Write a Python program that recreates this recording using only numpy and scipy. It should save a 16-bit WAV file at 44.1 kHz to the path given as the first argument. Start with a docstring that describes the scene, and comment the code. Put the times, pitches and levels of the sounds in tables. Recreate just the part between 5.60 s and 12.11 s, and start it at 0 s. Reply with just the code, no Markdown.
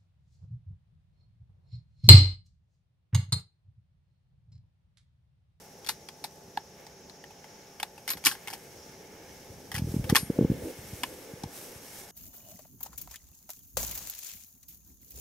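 """A grassy field, heard from a handheld tape camera. Loose strap fittings click and rattle on its plastic
shell: noise bursts and sharp blows through resonances. Two small metal parts jingle as decaying sines.
The gripping hand slips along the shell in low thumps (damped swings), with noise for rumble and creak.
Cloth and grass rustle as shaped noise. Behind them the tape drum hums in steady sines over a far hiss
of insects and air, shaped noise with two nearer chirpers."""
import sys
import numpy as np
from scipy import signal
from scipy.fft import rfft, irfft, next_fast_len
from scipy.io import wavfile
from scipy.ndimage import uniform_filter1d, map_coordinates

SR = 44100
rng = np.random.default_rng(int(sys.argv[2]) if len(sys.argv) > 2 else 0)


def transcribe(u):
    """Save the signal u as a 16-bit wav file named by the first command-line argument.

    u: samples, shape (n,) or (channels, n), limited to [-1, 1]; the rate is SR.
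    q: integer samples, one column per channel.
    """
    v = np.clip(np.atleast_2d(u).T, -1, 1)
    q = np.round(v * 32767).astype(np.int16)
    wavfile.write(sys.argv[1], SR, q)


def invert_db(level):
    """Linear amplitude ratio for a level in decibels (20 dB per decade), elementwise."""
    return 10 ** (np.asarray(level, dtype=float) / 20)


N = 287091


def unit(x):
    """x at rms 1."""
    return x / np.sqrt(np.mean(x ** 2) + 1e-20)


def along(points, hz):
    """Value columns of (frequency [Hz], value, ..) interpolated on a log frequency axis."""
    f, *cols = np.transpose(points)
    return np.squeeze([np.interp(np.log(hz + 1), np.log(f + 1), c) for c in cols])


def curves(rows):
    """One value per sample for each column after the time."""
    s, *cols = np.transpose(rows)
    return [np.interp(np.arange(N) / SR, s, c) for c in cols]


def wobble(rate_hz):
    """Smooth random curve through rate_hz random knots a second."""
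    knots = rng.standard_normal(int(N * rate_hz / SR) + 4)
    return map_coordinates(knots, [np.arange(N) * rate_hz / SR])


def filtered(x, response):
    """x through a complex response of frequency."""
    m = next_fast_len(N + SR // 2)
    return irfft(rfft(x, m) * response(np.fft.rfftfreq(m, 1 / SR)), m)[..., :N]


def body(modes):
    """Causal sum of (centre [Hz], width [Hz], gain [dB]) resonances of alternating sign."""
    def response(f):
        total = 0
        for k, (centre, width, db) in enumerate(modes):
            damping = 1j * f * width
            total = total + (-1) ** k * invert_db(db) * damping / (centre * centre - f * f + damping)
        return total
    return response


# left-right correlation of noise: (frequency [Hz], correlation [-1..1])
LIKENESS = [(100, 0.93), (400, 0.93), (700, 0.5), (1400, 0.5), (5000, 0.4), (15000, 0.61)]


def rush(spectrum, patchy_db):
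    """Stereo noise of rms 1: shaped spectrum, time-frequency patches of random gain, partial correlation."""
    z = signal.stft(rng.standard_normal((2, N)), nperseg=512)[2]
    patches = uniform_filter1d(uniform_filter1d(rng.standard_normal(z.shape[1:]), 6, 0), 10, 1)
    pair = signal.istft(z * invert_db(patchy_db * unit(patches)), nperseg=512)[1][:, :N]

    def response(hz):
        angle = np.arccos(np.clip(along(LIKENESS, hz), -1, 1)) / 2
        return invert_db(along(spectrum, hz)) * [np.cos(angle), np.sin(angle)]

    mid, side = filtered(pair, response)
    return unit(np.array([mid + side, mid - side]))


# shell to the two ports: (frequency [Hz], left phase lead [rad], left-right level [dB], unshared gain [1])
PORT_PATHS = [(96, 11.5, 3, .02), (890, -0.2, -2, 0.036), (3030, 1.34, 2, 0.4), (4340, -2.5, 10, 0.46),
              (5200, 1.4, -2.5, 0.08), (8700, 2, 4.5, 1), (11100, 0.76, 2.5, 0.19), (16000, 2.5, -3, 0.35)]


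def ports(x):
    """Shell-borne sound, x = (shared, unshared), reaches the ports with phase and level offsets by frequency."""
    def response(hz):
        lead, db, _ = along(PORT_PATHS, hz)
        return np.array([invert_db(db / 2) * np.exp(.5j * lead), invert_db(-db / 2) * np.exp(-.5j * lead)])
    apart = filtered(x[1], lambda hz: along(PORT_PATHS, hz)[2])
    return filtered(x[0] + apart * [[1], [-1]], response)


# tape drum lines: (frequency [Hz], rms level [dB])
DRUM_LINES = [(150.3, -68), (179.5, -69), (210, -70), (387.6, -66), (449, -70), (510, -70), (569.5, -69),
              (689.1, -68.5), (808.5, -67.5), (867.7, -67)]


def drum():
    """Tape drum: sine lines, each slightly unsteady in level."""
    t = np.arange(N) / SR
    hum = np.zeros(N)
    for hz, db in DRUM_LINES:
        phase = rng.uniform(0, 2 * np.pi)
        hum += np.sqrt(2) * invert_db(db + 0.12 * wobble(6.0)) * np.sin(2 * np.pi * hz * t + phase)
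    return hum


# chorus spectrum: (frequency [Hz], relative density [dB/Hz])
CHORUS_SPECTRUM = [(4500, -17.5), (5000, -10), (5440, -4.5), (5650, -8), (5870, -4), (6200, -9.5),
                   (6800, -12), (7300, -16), (8000, -60)]
# nearer singers: (mean pitch [Hz], nominal chirp peak level [dB], chirp rate [1/s], first chirp [s])
NEAR_SINGERS = [(6545, -68, 16.82, .0246), (5400, -68, 16.75, .0124)]


def insects():
    """Far chorus as noise pulsing in level; two nearer singers as pitch-jittered, level-pulsed sines."""
    t = np.arange(N) / SR
    beat_db = np.cos(2 * np.pi * np.cumsum(16.8 + .6 * wobble(2.5)) / SR)
    out = invert_db(-58.5 + beat_db + 1.3 * wobble(4.02)) * rush(CHORUS_SPECTRUM, patchy_db=0.0)
    for hz, db, rate_hz, first_s in NEAR_SINGERS:
        chirps_db = 12 * (np.cos(2 * np.pi * rate_hz * (t - first_s)) - 1)
        chirps_db += 2.5 * wobble(6) + 2 * wobble(150)
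        phase = 2 * np.pi * np.cumsum(hz + 45 * wobble(70)) / SR
        out += np.sqrt(2) * invert_db(db + chirps_db) * np.sin(phase)
    return out


# air spectrum: (frequency [Hz], relative density [dB/Hz])
AIR_SPECTRUM = [(15, -50), (25, -13), (127, -5.5), (317, -4), (384, 4), (624, -1.5), (863, -1.5),
                (1040, -9), (1370, -12.5), (1700, -11.5), (3720, -19.5), (7900, -23), (12900, -63),
                (16000, -52)]


def air():
    """Near-steady air: broadband noise, strongest in the low range."""
    return invert_db(-58 + 0.17 * wobble(2.13)) * rush(AIR_SPECTRUM, patchy_db=1.6)


# grass level: (time [s], level [dB])
GRASS_LEVEL = [(0.0, -57), (0.15, -61.5), (0.8, -62.5), (1.5, -68), (2.35, -62), (3.0, -56), (3.6, -64.5),
               (3.75, -58.5), (3.9, -61), (4.24, -57), (4.32, -47.5), (4.42, -54.5), (4.7, -54),
               (4.92, -79), (5.02, -57.5), (5.35, -47.5), (5.86, -60), (5.96, -45), (6.07, -48), (6.2, -53),
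               (6.4, -44.5), (6.46, -53), (6.51, -50.5)]
# grass spectrum: (frequency [Hz], relative density [dB/Hz])
GRASS_SPECTRUM = [(1760, -0.5), (4170, -1.5), (5370, 1.5), (6570, 1.5), (8640, 3), (11000, 2), (12800, 4.5),
                  (13700, -2), (15000, -3.5), (16000, -2)]
# cloth level: (time [s], level [dB])
CLOTH_LEVEL = [(0, -64), (1.05, -79), (1.2, -57), (1.5, -69), (1.95, -59), (2.32, -68), (2.81, -55.5),
               (3.21, -61.5), (3.62, -56), (4.11, -64), (4.75, -52.5), (5.6, -55.5), (6.51, -57.5)]
# cloth spectrum: (frequency [Hz], relative density [dB/Hz])
CLOTH_SPECTRUM = [(900, -6), (1300, -8), (1750, -1), (1950, -8.5), (2170, 1), (2450, -8.5), (2900, -7.5),
                  (4500, -18)]


def rustle():
    """Grass brushes past in bright noise swells with fine crackle; cloth rubs lower."""
    crackle = invert_db(.7 * wobble(34) + 1.2 * wobble(330))
    grass = unit(crackle * rush(GRASS_SPECTRUM, patchy_db=.3))
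    cloth = unit(invert_db(.8 * wobble(30)) * rush(CLOTH_SPECTRUM, patchy_db=.9))
    return invert_db(curves(GRASS_LEVEL)[0]) * grass + invert_db(curves(CLOTH_LEVEL)[0]) * cloth


# mean course of the dragging hand: (time [s], push level [dB], pitch [Hz])
DRAG_COURSE = [(4.15, -18.5, 141), (4.22, -14.5, 137), (4.27, -16.5, 140), (4.3, -18, 105),
               (4.345, -14.5, 205), (4.37, -10.5, 154), (4.415, -20, 111)]
DRAG_FROM_S, DRAG_TO_S, DRAG_EVERY_S, DRAG_SCATTER_S = 4.1505, 4.42, .0239, .0018
DRAG_UNEVEN_DB, DRAG_UNEVEN_LOG_PITCH = 2.5, .18  # standard deviations, as is the scatter


def judder():
    """Near-periodic slips of the dragging hand: rows (time [s], push level [dB], pitch [Hz])."""
    at = np.arange(DRAG_FROM_S, DRAG_TO_S, DRAG_EVERY_S)
    s, db, hz = np.transpose(DRAG_COURSE)
    late, hard, high = rng.standard_normal((len(at), 3)).T
    times = at + DRAG_SCATTER_S * late
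    levels_db = np.interp(at, s, db) + DRAG_UNEVEN_DB * hard
    pitches_hz = np.interp(at, s, hz) * np.exp(DRAG_UNEVEN_LOG_PITCH * high)
    return list(zip(times, levels_db, pitches_hz))


# single slips: (time [s], push level [dB], pitch [Hz])
SLIPS = [(0.883, -38, 153), (0.976, -33, 310), (2.554, -33.5, 200), (2.565, -31.5, 155),
         (2.672, -26.5, 315), (3.294, -35, 150), (3.904, -29, 107), (4.398, -11, 136), (4.445, -15.5, 121),
         (4.5, -10.5, 142), (4.526, -2, 243), (4.6315, -16.5, 174), (4.701, -7, 285), (4.789, -2.5, 328),
         (4.8112, -4.5, 283), (4.8252, -9, 303), (4.848, -3.5, 264), (4.901, -5.5, 204), (4.917, -8.5, 225),
         (5.035, -22, 91.5), (5.189, -29, 123), (5.334, -20.5, 122), (5.737, -24.5, 182),
         (5.839, -19.5, 200), (5.859, -23, 119), (6.161, -32, 118)]
# shell walls under the hand: (centre [Hz], width [Hz], gain [dB])
WALL_MODES = [(270, 46, -16.5), (473, 56, 8.5), (860, 84, 4.5), (1540, 240, 8)]


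def slips():
    """Each slip is a push and swing back that slows and dies fast; the shell walls ring on."""
    lead_in = SR // 50
    out, t = np.zeros(N + SR), np.arange(-lead_in, SR // 20) / SR
    for s, db, hz in list(SLIPS) + judder():
        turns = hz * t
        since = np.maximum(turns + 0.566, 0) / 0.3  # swells for most of a turn, then decays
        swing = np.cos(2 * np.pi * turns / (1 + 0.46 * np.abs(turns)))
        out[round(s * SR) - lead_in:][:len(t)] += invert_db(db) * since ** 2 * np.exp(-since) * swing

    def response(f):
        bass_loss = (1j * f / (1j * f + 45)) ** 4
        return (1 + body(WALL_MODES)(f)) * bass_loss

    return filtered(out[:N], response)


# grip noise: (time [s], rumble level [dB], creak level [dB])
GRIP_LEVELS = [(0, -61.5, -64.5), (1.43, -63.5, -59), (1.92, -63.5, -64.5), (3.57, -60, -56.5),
               (4.08, -54.5, -55), (4.2, -47.5, -53), (4.56, -47, -39.5), (4.67, -48, -56),
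               (4.77, -50, -45), (4.83, -29, -43), (4.88, -46, -46.5), (4.93, -39, -42.5),
               (5.0, -49, -43.5), (5.06, -50, -39), (5.11, -55, -41), (5.14, -74, -53),
               (5.22, -52.5, -51.5), (5.5, -53, -47), (5.66, -62, -49.5), (6.0, -63, -52.5),
               (6.51, -62, -65)]
# rumble spectrum: (frequency [Hz], relative density [dB/Hz])
RUMBLE_SPECTRUM = [(15, -50), (30, -22), (70, 0.5), (130, -1.5), (220, -1), (400, -18.5), (800, -90)]
# creak spectrum: (frequency [Hz], relative density [dB/Hz])
CREAK_SPECTRUM = [(120, -100), (260, -1), (400, -2), (500, 1), (600, -8.5), (1000, -29.5)]


def hand():
    """Slips of the grip, filled in by rumble and creak noise."""
    rumble_db, creak_db = curves(GRIP_LEVELS)
    lumps_db = np.clip(.2 * (rumble_db + 66), .5, 2.5)  # a working hand is lumpy, a still one smooth
    rumble = invert_db(rumble_db + lumps_db * wobble(9.4)) * rush(RUMBLE_SPECTRUM, patchy_db=0.0)
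    creak = invert_db(creak_db) * unit(invert_db(2.5 * wobble(40)) * rush(CREAK_SPECTRUM, patchy_db=1.5))
    return slips() + rumble + creak


# jingle strikes: (time [s], level [dB], part index)
JINGLE_STRIKES = [(2.477, -36, 0), (2.503, -24.5, 0), (2.515, -28, 0), (4.558, -32, 1)]
# per metal part, its partials: (frequency [Hz], nominal level [dB], t60 [s])
METAL_PARTIALS = [
    [(11710, 0, .08), (9500, -10, .08)],
    [(11330, -1, .27), (8710, -5, .2), (9320, -6, .34), (10670, -4, .17), (12800, -6, .15)],
]


def jingles():
    """Two small metal parts ring thinly in decaying sine partials."""
    out, t = np.zeros((2, N + SR)), np.arange(SR // 3) / SR
    shake_db = 3 * wobble(60)  # they swing loose, so the ring is rough
    for s, db, part in JINGLE_STRIKES:
        start = round(s * SR)
        ring = np.zeros((2, len(t)))
        for hz, level_db, t60 in METAL_PARTIALS[round(part)]:
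            decay = invert_db(level_db + rng.normal(0, 1) - 60 * t / t60)
            ring += decay * np.sin(2 * np.pi * hz * t + rng.uniform(0, 2 * np.pi, (2, 1)))
        rise = 1 - np.exp(-t / 0.0004)
        out[:, start:][:, :len(t)] += invert_db(db + shake_db[start:][:len(t)]) * ring * rise
    return ports(out[:, :N])


# contacts: (time [s], shell level [dB], knock level [dB], treble level [dB], struck panel pitch [Hz])
CONTACTS = [(0.246, -42.5, -50, -40.5, 3300), (0.263, -38.5, -37, -35, 4860), (0.271, -35, -38, -34, 3450),
            (0.2879, -30, -22, -22, 4370), (0.29, -26, -18, -25.5, 4260), (0.2911, -31.5, -38, -30, 1500),
            (0.2932, -22.5, -16, -49, 4700), (0.4872, -39.5, -38, -42, 3340),
            (0.487, -38, -26.5, -42, 5050), (0.64, -33.5, -23, -28.5, 4420),
            (0.6444, -36, -11.5, -39, 4300), (0.9731, -36.5, -40, -40.5, 4420),
            (0.973, -39, -28, -50, 3360), (0.973, -29.5, -0.5, -44, 1695), (1.266, -43.5, -26, -47, 5100),
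            (1.4963, -45, -51, -48, 4300), (1.6397, -42, -26, -46, 1830), (1.706, -51, -27.5, -49, 2600),
            (1.842, -47.5, -30, -49, 2080), (2.199, -33, -23, -31.5, 2200),
            (2.229, -23.5, -10.5, -27, 3480), (2.378, -45.5, -26.5, -43, 2680),
            (2.4775, -29.5, -19, -23.5, 2070), (2.4895, -27, -45, -28, 5000), (2.5026, -32, -25, -24, 4700),
            (2.508, -30, -27, -36, 4240), (2.5144, -36.5, -37, -33.5, 2210), (2.534, -33.5, -31, -36, 4080),
            (2.571, -43, -27, -37, 2100), (2.6394, -35.5, -21.5, -31.5, 2300),
            (2.65, -31.5, -40, -16.5, 5030), (2.658, -20.5, -33, -12, 1836),
            (2.6671, -14.5, -11.5, -10.5, 2300), (2.713, -31, -35, -28.5, 1596),
            (2.719, -40.5, -21.5, -30.5, 1570), (2.75, -42, -30, -45, 1690),
            (2.8732, -32.5, -25, -31.5, 2150), (2.8817, -34.5, -17.5, -33, 2180),
            (2.902, -42, -21.5, -34, 1750), (2.9285, -38.5, -19, -37, 2300),
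            (2.935, -35.5, -18, -30.5, 3150), (4.1163, -34, -19, -30.5, 1910), (4.142, -36, -21, -29, 1900),
            (4.151, -29, -23, -28.5, 1970), (4.1618, -32.5, -27, -28.5, 3000),
            (4.1805, -34.5, -24, -30, 2260), (4.441, -40.5, -27, -38, 2260), (4.4933, -30, -18, -50, 3800),
            (4.497, -25, -5, -21.5, 1214), (4.549, -22.5, -8.5, -22, 2270), (4.5555, -16, -11, -13.5, 1800),
            (4.5638, -12.5, -10, -12.5, 3410), (4.578, -37.5, -31, -24.5, 2250),
            (5.4338, -22.5, -27, -26, 2940), (5.4343, -26, -15, -33, 1715), (5.4355, -23.5, -24, -32, 977),
            (5.835, -35.5, -13.5, -41, 5650)]
# plastic shell: (centre [Hz], width [Hz], gain [dB])
SHELL_MODES = [(285, 95, 2.5), (1062, 54, 8.5), (1750, 450, 6.5), (2270, 310, 5.5), (3090, 910, 10),
               (3480, 1800, 6)]
# thin fittings: (centre [Hz], width [Hz], gain [dB])
FITTING_MODES = [(4700, 1460, 0), (5900, 2300, -2.5), (7740, 1000, 0), (8400, 2460, -2.5),
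                 (11080, 2440, 1.5), (11410, 840, 4), (12700, 560, -6.5), (15300, 380, -4)]
# hollow of the shell, applied twice: (centre [Hz], width per pass [Hz], gain per pass [dB])
HOLLOW_MODES = [(830, 219, 1.5), (998, 196, -4.5)]
SHELL_TOP_HZ = 3300  # the shell is dull above this
SPREAD_DB, SPOT_DB, SPOT_Q = -3.5, 3.5, 3  # grit into the whole shell; into the struck panel alone
HARD_DB = -12.5  # shell level below which a contact counts as softer
CRACK_DB, CRACK_T60_S, CRACK_LOSS = 11.5, 0.0048, 0.12  # first instant, over grit; loss dB per softer dB
SNAP_DB, SNAP_LATE_S, SNAP_LOSS = 15.5, 0.001019, 0.13  # one sharp blow; loss dB per softer dB
GRIT_RISE_S, RISE_SLOWS = 0.00083, 0.12  # hard-contact rise; softer ones scrape in slower, dB per dB
GRIT_T60_S, DAMPING = 0.048, 0.77  # t60 at treble = shell level; dB of time per dB of treble excess
RATTLE_DB, RATTLE_T60_S = -21, 0.19  # what shakes on afterwards
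PANEL_DB, PANEL_FAVOURS = 1, 0.15  # panel ring over shell level; plus dB per dB of missing treble
PANEL_TURNS, PANEL_LONGEST_S, PANEL_RISE_S = 77, 0.031, .0005  # cycles to -60 dB; t60 limit; rise
PUSH_DB, PUSH_S, HOLLOW_GRIT_DB = -4, 0.00073, -9  # shove into the hollow; little grit reaches it


def clicks():
    """A contact's crack, blow, grit and weak rattle drive shell, panel, fittings and hollow."""
    t = np.arange(SR // 5) / SR
    shell, edge, struck = np.zeros((3, 2, N + SR))
    hollow = np.zeros(N + SR)
    crack = (1 - np.exp(-t / 0.00039)) * invert_db(CRACK_DB - 60 * t / CRACK_T60_S)
    rattle = invert_db(RATTLE_DB - 60 * t / RATTLE_T60_S)
    for s, db, knock_db, treble_db, hz in CONTACTS:
        at = slice(round(s * SR), round(s * SR) + len(t))
        softer_db = max(HARD_DB - db, 0)
        t60 = GRIT_T60_S * invert_db(DAMPING * (treble_db - db))
        rise = 1 - np.exp(-t / (GRIT_RISE_S * invert_db(RISE_SLOWS * softer_db)))
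        shape = invert_db(-CRACK_LOSS * softer_db) * crack + rise * (invert_db(-60 * t / t60) + rattle)

        grain_db = 2.0 * rng.standard_normal(len(t) // 30 + 1).repeat(30)[:len(t)]
        grit = rng.standard_normal((4, len(t))) * invert_db(grain_db)
        grit[[0, 2], round(SNAP_LATE_S * SR)] += invert_db(SNAP_DB - SNAP_LOSS * softer_db)  # shared parts only
        burst = shape * grit
        shell[:, at] += invert_db(db + SPREAD_DB) * burst[:2]
        edge[:, at] += invert_db(treble_db) * burst[2:]
        struck[:, at] += invert_db(db + SPOT_DB) * signal.lfilter(*signal.iirpeak(hz, SPOT_Q, SR), burst[:2])

        panel_db = db + PANEL_DB + PANEL_FAVOURS * (db - treble_db)
        panel_t60 = min(PANEL_TURNS / hz, PANEL_LONGEST_S)
        panel = invert_db(panel_db - 60 * t / panel_t60) * (1 - np.exp(-t / PANEL_RISE_S))
        struck[0, at] += panel * np.sin(2 * np.pi * hz * t)
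        push = invert_db(PUSH_DB) * (t < PUSH_S)
        hollow[at] += invert_db(knock_db) * (push + invert_db(HOLLOW_GRIT_DB) * burst[1])

    def shell_response(f):
        bandpass = body([(SHELL_TOP_HZ, SHELL_TOP_HZ, 0)])(f)
        lowpass = bandpass * SHELL_TOP_HZ / (1j * f + 1)
        return body(SHELL_MODES)(f) * lowpass

    # hollow twice: it swells, then dies
    struck[0, :N] += filtered(hollow[:N], lambda f: body(HOLLOW_MODES)(f) ** 2)
    plastic = filtered(shell[:, :N], shell_response)
    fittings = filtered(edge[:, :N], body(FITTING_MODES))
    return ports(plastic + fittings + struck[:, :N])


def scene():
    """All sources at the two ports."""
    return air() + insects() + drum() + rustle() + hand() + jingles() + clicks()


def low_pass(x):
    """Removes everything above the highest recorded frequency."""
    return signal.sosfilt(signal.butter(12, 16990, fs=SR, output="sos"), x)


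def record(dry):
    """Little passes above the band limit; the input rounds off the hardest peaks."""
    limited = filtered(dry, lambda hz: np.where(hz < 15750, 1, invert_db(-38)))
    top = .9  # asymptotic peak, full scale = 1
    mix = limited / (1 + np.abs(limited / top) ** 4) ** (1 / 4)
    return low_pass(mix)


dry = scene()
out = record(dry)
transcribe(out)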